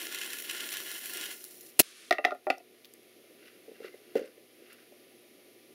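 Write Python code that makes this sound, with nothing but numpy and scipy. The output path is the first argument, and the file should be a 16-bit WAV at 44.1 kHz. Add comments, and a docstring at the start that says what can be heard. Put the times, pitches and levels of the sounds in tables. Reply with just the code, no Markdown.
"""A burning fuse sputters on a tiny table-top cannon, which fires with one short crack.
The recoil knocks a hollow figure over: its modes ring and rattle; soft thuds, ticks and rubs follow.
Fuse, blast and rubs are shaped noise; knocks, thuds and carriage are decaying sines.
A quiet room with mains hum lies beneath; gain control ducks the level after loud hits."""
import sys
import numpy as np
from scipy import signal
from scipy.fft import rfft, irfft
from scipy.io import wavfile
from scipy.ndimage import uniform_filter1d

SR = 44100
rng = np.random.default_rng(int(sys.argv[2]) if len(sys.argv) > 2 else 0)


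def output_pcm(signal):
    """Save a mono or channel-first signal as 16-bit PCM at the path in sys.argv[1].

    Samples are clipped to [-1, 1] before scaling.
    """
    pcm = np.clip(np.atleast_2d(signal).T, -1, 1) * 32767
    wavfile.write(sys.argv[1], SR, np.round(pcm).astype(np.int16))


def decibels_to_gain(level_db):
    """Convert a level in decibels to a linear amplitude gain (20 dB per decade)."""
    exponent = np.asarray(level_db, float) / 20
    return 10 ** exponent


N = 253120
T = np.arange(N) / SR

# Spectra: freq_hz, density_db (relative). Resonances: freq_hz, width_hz, gain_db.
# room air spectrum: freq_hz, density_db; then its level
ROOM_SPECTRUM, ROOM_DB = [(18, -63.5), (30, -32.5), (86, -31), (106, -28.5), (233, -12.5), (280, -9),
                          (355, -2.5), (404, -5), (702, -15.5), (866, -17), (1010, -27.5), (2170, -17.5),
                          (7670, -28), (11100, -21.5), (16000, -32.5)], -58.5
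ROOM_RESONANCES = [(364.7, 240, -0.5), (901, 95, -21.5), (1590, 88, -12), (7870, 1500, -9)]
# hum partials: freq_hz, rms_db
HUM_PARTIALS = [(120, -81), (240, -73.5), (360, -69), (988, -86.5), (1186, -84.5)]

# rubs across the table: loudest_s, level_db, rise_db_per_s, fall_db_per_s
RUBS = [(3.474, -57.5, 153, 404), (3.54, -64, 595, 193), (3.756, -61, 900, 650), (3.856, -48.5, 420, 404),
        (3.948, -73, 166, 448.5), (4.158, -42, 5000, 282), (4.27, -60, 60, 302), (4.728, -57.5, 113, 211),
        (4.792, -63, 900, 374.5)]
RUB_SPECTRUM = [(700, -22.5), (1400, 10), (3000, 1.5), (5000, -1), (8200, -21), (10000, -11), (16000, -17)]
RUB_RESONANCES = [(2050, 200, 6.2), (2760, 160, 12.0)]
# squeaks in the rub near 3.9 s: start_s, length_s, rms_db
SQUEAKS = [(3.863, 0.033, -57.5), (3.912, 0.051, -64.5)]
SQUEAK_HZ = 2090

# snaps in and after the blast, then grit on the table: start_s, level_db, pitch_hz, decay_s
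TICK_EVENTS = [(1.8010, 6, 2900, .0009), (1.8138, -8, 3500, 0.00034), (1.8162, -10, 5000, 0.00025),
               (1.8185, -12, 8000, 0.0002), (2.0500, -55, 14040, .002), (2.336, -57, 11000, 0.0011),
               (2.348, -50, 12000, 0.0027), (2.443, -55, 10050, .002), (2.5818, -34, 5030, 0.0015),
               (2.8464, -34, 3500, 0.002), (2.853, -36, 3600, 0.0036), (2.9374, -36.5, 10940, 0.0012),
               (3.03, -56, 10160, .003), (4.258, -53, 9000, .004), (4.729, -45, 13000, 0.004)]

# table-top modes: freq_hz, level_db, nominal_t60_s
TABLE_MODES = [(311, -8, 0.059), (353, -24, 0.16), (422.4, 5, 0.058), (490, 3.5, 0.034),
               (562.6, -1.5, 0.11), (742, -16, .04), (1144, -28, 0.05), (1350, -26, 0.03),
               (1780, -24, 0.04), (2010, -19, 0.081)]
# dull thuds: start_s, level_db, upper_modes_db (hardness), lowest_modes_db, ring_factor
THUD_EVENTS = [(2.7434, -52.5, 7, 0.5, 0.5), (3.238, -49, -5, 5.5, 0.54), (3.654, -46, 0, -3, 0.34),
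               (3.679, -42, -4, 4, .7), (3.690, -46.5, -7, 5, 0.67), (3.714, -42, -5, 7.5, 0.55),
               (3.801, -41.5, -1.5, -9, 0.66), (3.816, -43.5, -5, 5.5, 0.83), (3.843, -43.5, 13, -10, 0.91),
               (3.94, -40.5, 5, 2, 0.51), (4.1538, -15, -10, 1.5, 0.73), (4.167, -25.5, 7, 8.5, 0.96),
               (4.1905, -28, -2.5, 3, 0.68), (4.21, -33.5, -14, 16.5, 0.83), (4.239, -40.5, -5, 4, 0.72),
               (4.266, -48, 3, 5, 0.67), (4.374, -49, 2, -1, 0.8), (4.922, -39.5, -2, 5, 0.27)]
# table rattle spectrum: freq_hz, density_db
TABLE_RATTLE_SPECTRUM = [(300, -26), (900, -4), (2000, 3), (4000, -7), (6500, -10), (8300, -16),
                         (10000, -11), (16000, -14)]

# figure modes: freq_hz, level_db, nominal_t60_s
FIGURE_MODES = [(270, -20.5, 0.1), (363.6, -9.5, 0.076), (429.4, -11, 0.07), (566, -7, 0.066),
                (618, -3.5, 0.059), (705, 1, 0.079), (784, -1.5, 0.049), (810, -19.5, 0.038),
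                (1050, -21, 0.035), (1207, -9, 0.045), (1405, -9, 0.076), (1842, -6, 0.068),
                (1956, 5.5, 0.02), (2260, -7.5, 0.021), (2397, -3.5, 0.021), (2690, -9, 0.047),
                (2960, -24, 0.014)]
# knocks: start_s, level_db, upper_modes_db (hardness), middle_modes_db, ring_factor
KNOCK_EVENTS = [(2.1085, -9, 2, -2.5, 0.63), (2.1249, -12, 1.5, -2, 0.46), (2.148, -40, -10, 2, 0.44),
                (2.1835, -26, -3, 2.5, 1.43), (2.2424, -26, 3, 5, 0.55), (2.2489, -17, 3.5, 3, 0.7),
                (2.2672, -24, -13, 2, 0.75), (2.282, -30, -12, -1, 1.2), (2.3068, -33, 0, 14.5, 0.76),
                (2.3175, -23, -15.5, 0.5, 0.91), (2.348, -39, -8, -1, 0.48), (2.4684, -27.5, -8, -2.5, 3.1),
                (2.5015, -14, 1.5, -5, 0.55), (2.5055, -21, -3, 2.5, 0.45), (2.577, -39.5, -18, -9, 0.42),
                (2.6013, -40, -13, -13, 0.53)]
# figure rattle spectrum: freq_hz, density_db
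FIGURE_RATTLE_SPECTRUM = [(300, -33), (1000, -9), (2200, -3.5), (3500, -0.5), (5000, -8), (7500, -25),
                          (11000, -21), (16000, -28)]

# first bright contact of knocks and thuds
CONTACT_SPECTRUM = [(1500, -20), (3000, -1), (4500, -1), (6000, -8), (8000, -20), (11000, -17), (16000, -21)]
# level over the rattle for a -15 dB blow; extra dB per dB of blow
CONTACT_DB, CONTACT_DECAY_S, CONTACT_DB_PER_DB = -4, .0012, .6

# fuse flame: time_s, jet_db, fizz_db
BURN_LEVELS = [(0.0, -44, -46), (0.08, -45.5, -48.5), (0.14, -42, -50), (0.25, -43.5, -48),
               (0.446, -48, -46), (0.5, -41, -47.5), (0.62, -40, -46.5), (0.70, -47.5, -46.5),
               (0.75, -39.5, -47), (0.80, -44.5, -46.5), (1.12, -47.5, -45.5), (1.18, -42, -45.5),
               (1.265, -42, -47), (1.32, -46, -48), (1.39, -59, -51), (1.6, -69.5, -56), (1.69, -69.5, -58),
               (1.755, -69, -67.5), (1.79, -67.5, -61)]
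# gas jet spectrum: freq_hz, density_db
JET_SPECTRUM = [(290, -27.5), (500, -13.5), (904, -10), (1080, -5.5), (1270, -24.5), (1430, -6),
                (2080, -1.5), (2470, -4), (2780, -1.5), (3550, -4), (5750, -4), (6490, -8.5), (9000, -9),
                (11700, -34), (19800, -120)]
# gas jet resonances: freq_hz, width_hz, gain_db
JET_RESONANCES = [(1404, 96, 12.5), (1716, 110, 9.5), (2098, 130, 8.5), (2900, 690, 8.5), (3404, 119.6, 8)]
# fine treble fizz spectrum: freq_hz, density_db
FIZZ_SPECTRUM = [(2350, -35.5), (4000, -1), (5310, 1.5), (5800, 3), (7750, -3.5), (10900, 5), (11800, 1.5),
                 (15200, 4.5), (16000, -13.5)]
# fizz resonances: freq_hz, width_hz, gain_db
FIZZ_RESONANCES = [(11100, 300, 9), (16300, 350, 9.5), (9890, 120, 5), (9800, 100, -9.5), (7330, 300, 3),
                   (7420, 120, -9.5), (8270, 300, 3.5), (12400, 300, 3), (11900, 250, -3.5),
                   (13600, 230, 0.5), (14750, 400, 0.5), (6500, 290, -7.5), (4680, 200, -10)]
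# low flutter spectrum: freq_hz, density_db
FLUTTER_SPECTRUM = [(120, -32), (250, -8.5), (355, 1.5), (480, -10.5), (800, -15), (1200, -36),
                    (3000, -57.5)]
# loudest sparks spat out: time_s, puff_db, treble_db
SPIT_EVENTS = [(0.0287, -41.5, -56), (0.069, -34.5, -55), (0.1255, -35, -43), (0.147, -34, -33.5),
               (0.187, -36.5, -41), (0.235, -35, -55), (0.304, -38, -51), (0.3332, -34, -40),
               (0.387, -37, -43), (0.424, -41, -49), (0.4984, -29.5, -48), (0.5114, -33, -35),
               (0.532, -40, -42), (0.6064, -36.5, -49), (0.69, -31.5, -51), (0.724, -39, -46),
               (0.74, -33, -46), (0.77, -33.5, -33.5), (1.0584, -40, -36.5), (1.0829, -43, -49),
               (1.1358, -39, -36), (1.1719, -32.5, -36), (1.212, -33.5, -45), (1.262, -37, -44),
               (1.449, -55, -52), (1.61, -66, -45.5)]
PUFF_SPECTRUM = [(1000, -25), (1800, -1.5), (3000, 2.5), (4500, -7), (7000, -4.5), (10000, -23),
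                 (16000, -28)]
# flame echoes from table, barrel and back board: delay_s, gain
FLAME_ECHOES = [(.00072, 0.16), (.00038, -0.16), (0.0016, 0.22), (0.0059, 0.084), (.0083, 0.18)]
FLUTTER_DB, FLUTTER_DB_PER_JET_DB = -53, 0.61  # at a jet of -38 dB
# weaker spits at random times, level over the flame
SMALL_SPIT_COUNT, SMALL_SPIT_DB, SMALL_SPIT_SCATTER_DB, SMALL_SPIT_SPAN_S = 24, 0.5, 4.5, 1.3
SPIT_DECAY_S, SPIT_RISE_S = 0.0019, 0.00056
CRACKLE_PER_S, CRACKLE_DB, CRACKLE_SCATTER_DB = 350, -6.5, 4  # grains, level over the fizz

# muzzle blast: vent opens, pressure builds to muzzle exit, then empties: time_s, level_db
BLAST_LEVELS = [(1.7912, -63), (1.7925, -14.5), (1.7955, -13.5), (1.8015, 0.5), (1.803, -11),
                (1.809, -15.5), (1.817, -37.5), (1.826, -52.5)]
# blast spectrum: freq_hz, density_db
BLAST_SPECTRUM = [(410, -43.5), (700, -17), (1140, -9.5), (2330, -4.5), (2700, 2), (3600, -9.5),
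                  (4260, 0.5), (4730, -6), (8210, -5.5), (8650, -10), (9350, 2.5), (11500, 0.5),
                  (16000, -7.5)]
# carriage modes: freq_hz, level_db, t60_s
CARRIAGE_MODES = [(230, -7, 0.016), (339, -7.5, .016), (426, -2.5, .016), (514, -4, 0.017),
                  (647, -7, 0.015)]
# recoil jolts: start_s, level_db
RECOIL_KICKS = [(1.7923, -27), (1.795, -17.5), (1.8015, -7.5), (1.8046, -11), (1.8165, -36)]
# lingering smoke and echo spectrum: freq_hz, density_db
LINGER_SPECTRUM = [(590, -41), (1000, -19), (1110, -8), (1520, -6), (2910, -1.5), (6630, -8), (8070, -12),
                   (9940, -5.5), (16000, -28)]
LINGER_START_S, LINGER_END_S, LINGER_DB, LINGER_SLOPE_DB_PER_S = 1.826, 2.1, -47, -19


def curve(table, column=1):
    """Level in dB over time from table rows; silent outside them."""
    rows = np.array(table, float)
    return np.interp(T, rows[:, 0], rows[:, column], left=-200, right=-200)


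def colour(x, points, peaks=()):
    """Minimum-phase filter from a spectrum plus resonances; rms 1 for white noise of rms 1."""
    hz = np.maximum(np.arange(2049) * SR / 4096, 1)
    point_hz, point_db = np.array(points).T
    db = np.interp(np.log(hz), np.log(point_hz), point_db)
    db = db + sum(g / (1 + (2 * (hz - f) / w) ** 2) for f, w, g in peaks)
    # fold the cepstrum to make the response causal
    cepstrum = irfft(np.log(decibels_to_gain(db)))
    cepstrum[1:2048] *= 2
    cepstrum[2049:] = 0
    response = irfft(np.exp(rfft(cepstrum)))
    return signal.fftconvolve(x, response / np.sqrt(np.sum(response ** 2)))[:N]


def walk(rate_hz):
    """Random levels held 1 / rate_hz s, then smoothed twice; spread near 1."""
    k = int(SR / rate_hz)
    held = np.repeat(rng.standard_normal(N // k + 1), k)
    return 1.3 * uniform_filter1d(uniform_filter1d(held, k), k)[:N]


def noise():
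    """White noise of rms 1."""
    return rng.standard_normal(N)


def add(out, start_s, sound):
    """Mix a short sound into out at start_s."""
    i = int(start_s * SR)
    out[i:i + len(sound)] += sound[:N - i]


def highpass(x, order, cutoff_hz):
    """Butterworth low cut."""
    return signal.sosfilt(signal.butter(order, cutoff_hz, "high", fs=SR, output="sos"), x)


def room():
    """Ventilation rumble wavering below 900 Hz, steady microphone hiss above, and mains hum."""
    air = colour(noise(), ROOM_SPECTRUM, ROOM_RESONANCES)
    low = signal.sosfilt(signal.butter(2, 900, fs=SR, output="sos"), air)
    air = air + low * (decibels_to_gain(2.2 * walk(40)) - 1)
    hum = sum(decibels_to_gain(db + 0.5 * walk(8.9)) * np.sqrt(2) * np.sin(2 * np.pi * hz * T)
              for hz, db in HUM_PARTIALS)
    return decibels_to_gain(ROOM_DB) * air + hum


def scrape():
    """Rubbing is rough coloured noise; the squeak is one sine of wavering pitch."""
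    rub = colour(noise(), RUB_SPECTRUM, RUB_RESONANCES)
    press = sum(decibels_to_gain(db - np.where(T < s, rise * (s - T), fall * (T - s))) for s, db, rise, fall in RUBS)
    squeak_hz = SQUEAK_HZ * (1 + 0.0034 * walk(60))
    squeak = np.sqrt(2) * np.sin(2 * np.pi * np.cumsum(squeak_hz) / SR)
    squeak_level = sum(decibels_to_gain(db) * np.clip(np.minimum(T - s, s + length - T) / .008, 0, 1)
                       for s, length, db in SQUEAKS)
    roughness = decibels_to_gain(1.5 * walk(80) + 3.0 * walk(400))
    return press * roughness * rub + squeak_level * squeak


def ticks():
    """Hard clicks: a decaying noise snap through a broad resonance, plus its treble edge."""
    out, t = np.zeros(N), T[:SR // 40]
    for start_s, level_db, pitch_hz, decay_s in TICK_EVENTS:
        pole = np.exp(-np.pi * .4 * pitch_hz / SR)
        snap = rng.standard_normal(len(t)) * np.exp(-t / decay_s)
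        poles = [1, -2 * pole * np.cos(2 * np.pi * pitch_hz / SR), pole ** 2]
        tone = signal.lfilter([1 - pole, 0, pole - 1], poles, snap)
        add(out, start_s, decibels_to_gain(level_db) * (tone + 0.17 * np.diff(snap, prepend=0)))
    return out


def strike(modes, events, rattle_spectrum, rattle_db, rattle_db_per_db, contact_s, scatter_db,
           rattle_s, tail_db, tail_s, group_hz, high_hz):
    """Each blow rings the same modes with its own weights, plus rattle, bright contact and blurred tail."""
    ringing, shake, contact, t = np.zeros(N), np.zeros(N), np.zeros(N), T[:SR // 2]
    hz, db, t60 = np.array(modes).T[:, :, None]
    sign = (-1.) ** np.arange(len(modes))[:, None]  # neighbouring modes start in opposite directions
    push = 1 - np.exp(-(t / contact_s) ** 2)
    shake_fade = np.exp(-t / rattle_s) + 0.049 * np.exp(-t / (5 * rattle_s))
    chance = rng.standard_normal((len(events), 2, len(modes), 1))
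    upper = hz > high_hz
    group = (hz > group_hz[0]) & (hz < group_hz[1])
    for (s, level_db, upper_db, group_db, ring), (level_chance, pitch_chance) in zip(events, chance):
        weight = sign * decibels_to_gain(db + scatter_db * level_chance + upper_db * upper + group_db * group)
        sines = np.sin(2 * np.pi * hz * (1 + .02 * pitch_chance) * t)
        blow_t60 = t60 * np.where(upper, 1.15 * min(ring, .8), max(ring, .1))
        waves = weight * sines * np.exp(-np.log(1000) * t / blow_t60)
        add(ringing, s, decibels_to_gain(level_db) * waves.sum(axis=0) * push)
        shake_db = level_db + rattle_db + rattle_db_per_db * upper_db
        add(shake, s, decibels_to_gain(shake_db) * push * shake_fade)
        contact_db = shake_db + CONTACT_DB + CONTACT_DB_PER_DB * (level_db + 15)
        add(contact, s + contact_s, decibels_to_gain(contact_db) * np.exp(-t / CONTACT_DECAY_S))
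    out = ringing * decibels_to_gain(3.1 * walk(140))  # rocking contact damps the ring unevenly
    out += shake * decibels_to_gain(4.0 * walk(500)) * colour(noise(), rattle_spectrum)
    out += contact * colour(noise(), CONTACT_SPECTRUM)
    # table and nearby walls scatter every blow
    scatter = rng.standard_normal(len(t)) * np.exp(-t / tail_s) * (t > .003)
    out += decibels_to_gain(tail_db) * signal.fftconvolve(out, scatter / np.sqrt(np.sum(scatter ** 2)))[:N]
    return highpass(out, 3, 210)  # small objects radiate no deep bass


def table_thuds():
    """Slower, softer contacts excite the low modes of the table top."""
    return strike(TABLE_MODES, THUD_EVENTS, TABLE_RATTLE_SPECTRUM, rattle_db=-19.5, rattle_db_per_db=0.82,
                  contact_s=0.0015, scatter_db=0.99, rattle_s=0.006, tail_db=-7.5, tail_s=0.029,
                  group_hz=(200, 400), high_hz=900)


def figure_clatter():
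    """Short hard contacts excite the modes of the hollow figure."""
    return strike(FIGURE_MODES, KNOCK_EVENTS, FIGURE_RATTLE_SPECTRUM, rattle_db=-11.5,
                  rattle_db_per_db=0.79, contact_s=0.00042, scatter_db=3.7, rattle_s=0.003,
                  tail_db=-13, tail_s=0.025, group_hz=(1000, 1600), high_hz=1600)


def spits(jet_db, fizz_db):
    """Envelopes of spat sparks, listed and random: midrange puffs and treble snaps."""
    puffs, snaps, t = np.zeros(N), np.zeros(N), T[:SR // 10]
    fade = np.exp(-t / SPIT_DECAY_S) * (1 - np.exp(-t / SPIT_RISE_S))
    fade = fade / fade.max()
    draws = rng.random((SMALL_SPIT_COUNT, 2)) * (SMALL_SPIT_SPAN_S, 2 * SMALL_SPIT_SCATTER_DB)
    draws = draws + (.001, SMALL_SPIT_DB - SMALL_SPIT_SCATTER_DB)
    small = [(s, jet_db[int(s * SR)] + db, fizz_db[int(s * SR)] + db) for s, db in draws]
    for s, puff_db, treble_db in SPIT_EVENTS + small:
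        add(puffs, s - .001, decibels_to_gain(puff_db) * fade)  # starts ahead, peaks near s
        add(snaps, s - .001, decibels_to_gain(treble_db) * fade)
    return puffs, snaps


def fuse():
    """A sputtering gas jet, finer fizz, low flutter and spat sparks; near surfaces echo the flame."""
    jet_db, fizz_db = curve(BURN_LEVELS), curve(BURN_LEVELS, column=2)
    sputter_db = 0.82 * walk(25) + 1.0 * walk(60) + 1.8 * walk(200)
    jet = decibels_to_gain(jet_db + sputter_db) * colour(noise(), JET_SPECTRUM, JET_RESONANCES + FIZZ_RESONANCES)
    hiss = colour(noise(), FIZZ_SPECTRUM, FIZZ_RESONANCES)
    lit = T < BURN_LEVELS[-1][0]
    flutter_db = FLUTTER_DB + FLUTTER_DB_PER_JET_DB * (jet_db + 38) + 2.9 * walk(30)
    flutter = lit * decibels_to_gain(flutter_db) * colour(noise(), FLUTTER_SPECTRUM)
    puffs, snaps = spits(jet_db, fizz_db)
    grain_level = decibels_to_gain(CRACKLE_DB + CRACKLE_SCATTER_DB * rng.exponential(size=N))
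    grains = (rng.random(N) < CRACKLE_PER_S / SR) * grain_level
    crackle = signal.lfilter([1], [1, -np.exp(-1 / (0.00038 * SR))], grains)  # 0.38 ms decay
    fizz = (decibels_to_gain(fizz_db + 0.49 * sputter_db) * (1 + crackle) + snaps) * hiss
    jet = jet * (1 + 0.55 * crackle)
    flame = jet + fizz + puffs * colour(noise(), PUFF_SPECTRUM, FIZZ_RESONANCES)
    echoes = sum(gain * np.roll(flame, int(delay_s * SR)) for delay_s, gain in FLAME_ECHOES)
    return flame + echoes + flutter


def shot():
    """Gas bursts out for about 0.01 s in ragged puffs, the carriage kicks, a faint hiss hangs on."""
    out = decibels_to_gain(curve(BLAST_LEVELS) + 3.5 * walk(900)) * colour(noise(), BLAST_SPECTRUM)
    t = T[:SR // 10]
    ring = sum(decibels_to_gain(db) * np.sin(2 * np.pi * hz * t) * 1000. ** (-t / t60) for hz, db, t60 in CARRIAGE_MODES)
    for start_s, level_db in RECOIL_KICKS:
        add(out, start_s, decibels_to_gain(level_db) * ring)
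    out = highpass(out, 1, 200)  # a tiny gun moves no deep bass
    hanging = (T > LINGER_START_S) & (T < LINGER_END_S)
    linger_db = LINGER_DB + LINGER_SLOPE_DB_PER_S * (T - LINGER_START_S) + 1.12 * walk(26)
    return out + hanging * decibels_to_gain(linger_db) * colour(noise(), LINGER_SPECTRUM)


def scene():
    """Sum of all sources on one table, in one channel."""
    mix = room() + scrape() + ticks() + table_thuds() + figure_clatter() + fuse() + shot()
    return mix[None]


def band_limit(x):
    """A steep low-pass at the top of the band."""
    return signal.sosfilt(signal.butter(12, 16520, fs=SR, output="sos"), x)


def record(dry):
    """Small microphone without deep bass; gain falls with 0.15 s loudness; the loudest peaks round off."""
    dry = highpass(dry, 2, 110)
    loud = signal.lfilter([1], [1, -np.exp(-1 / (.15 * SR))], dry[0] ** 2) / (.15 * SR)
    gain = (1 + loud / decibels_to_gain(-38) ** 2) ** -.14
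    rounded = .72 * np.tanh(dry * gain / .72)
    treble_cut = signal.ellip(12, .3, 55, 15760, fs=SR, output="sos")
    mix = signal.sosfilt(treble_cut, rounded)
    return band_limit(mix)


dry = scene()
out = record(dry)
output_pcm(out)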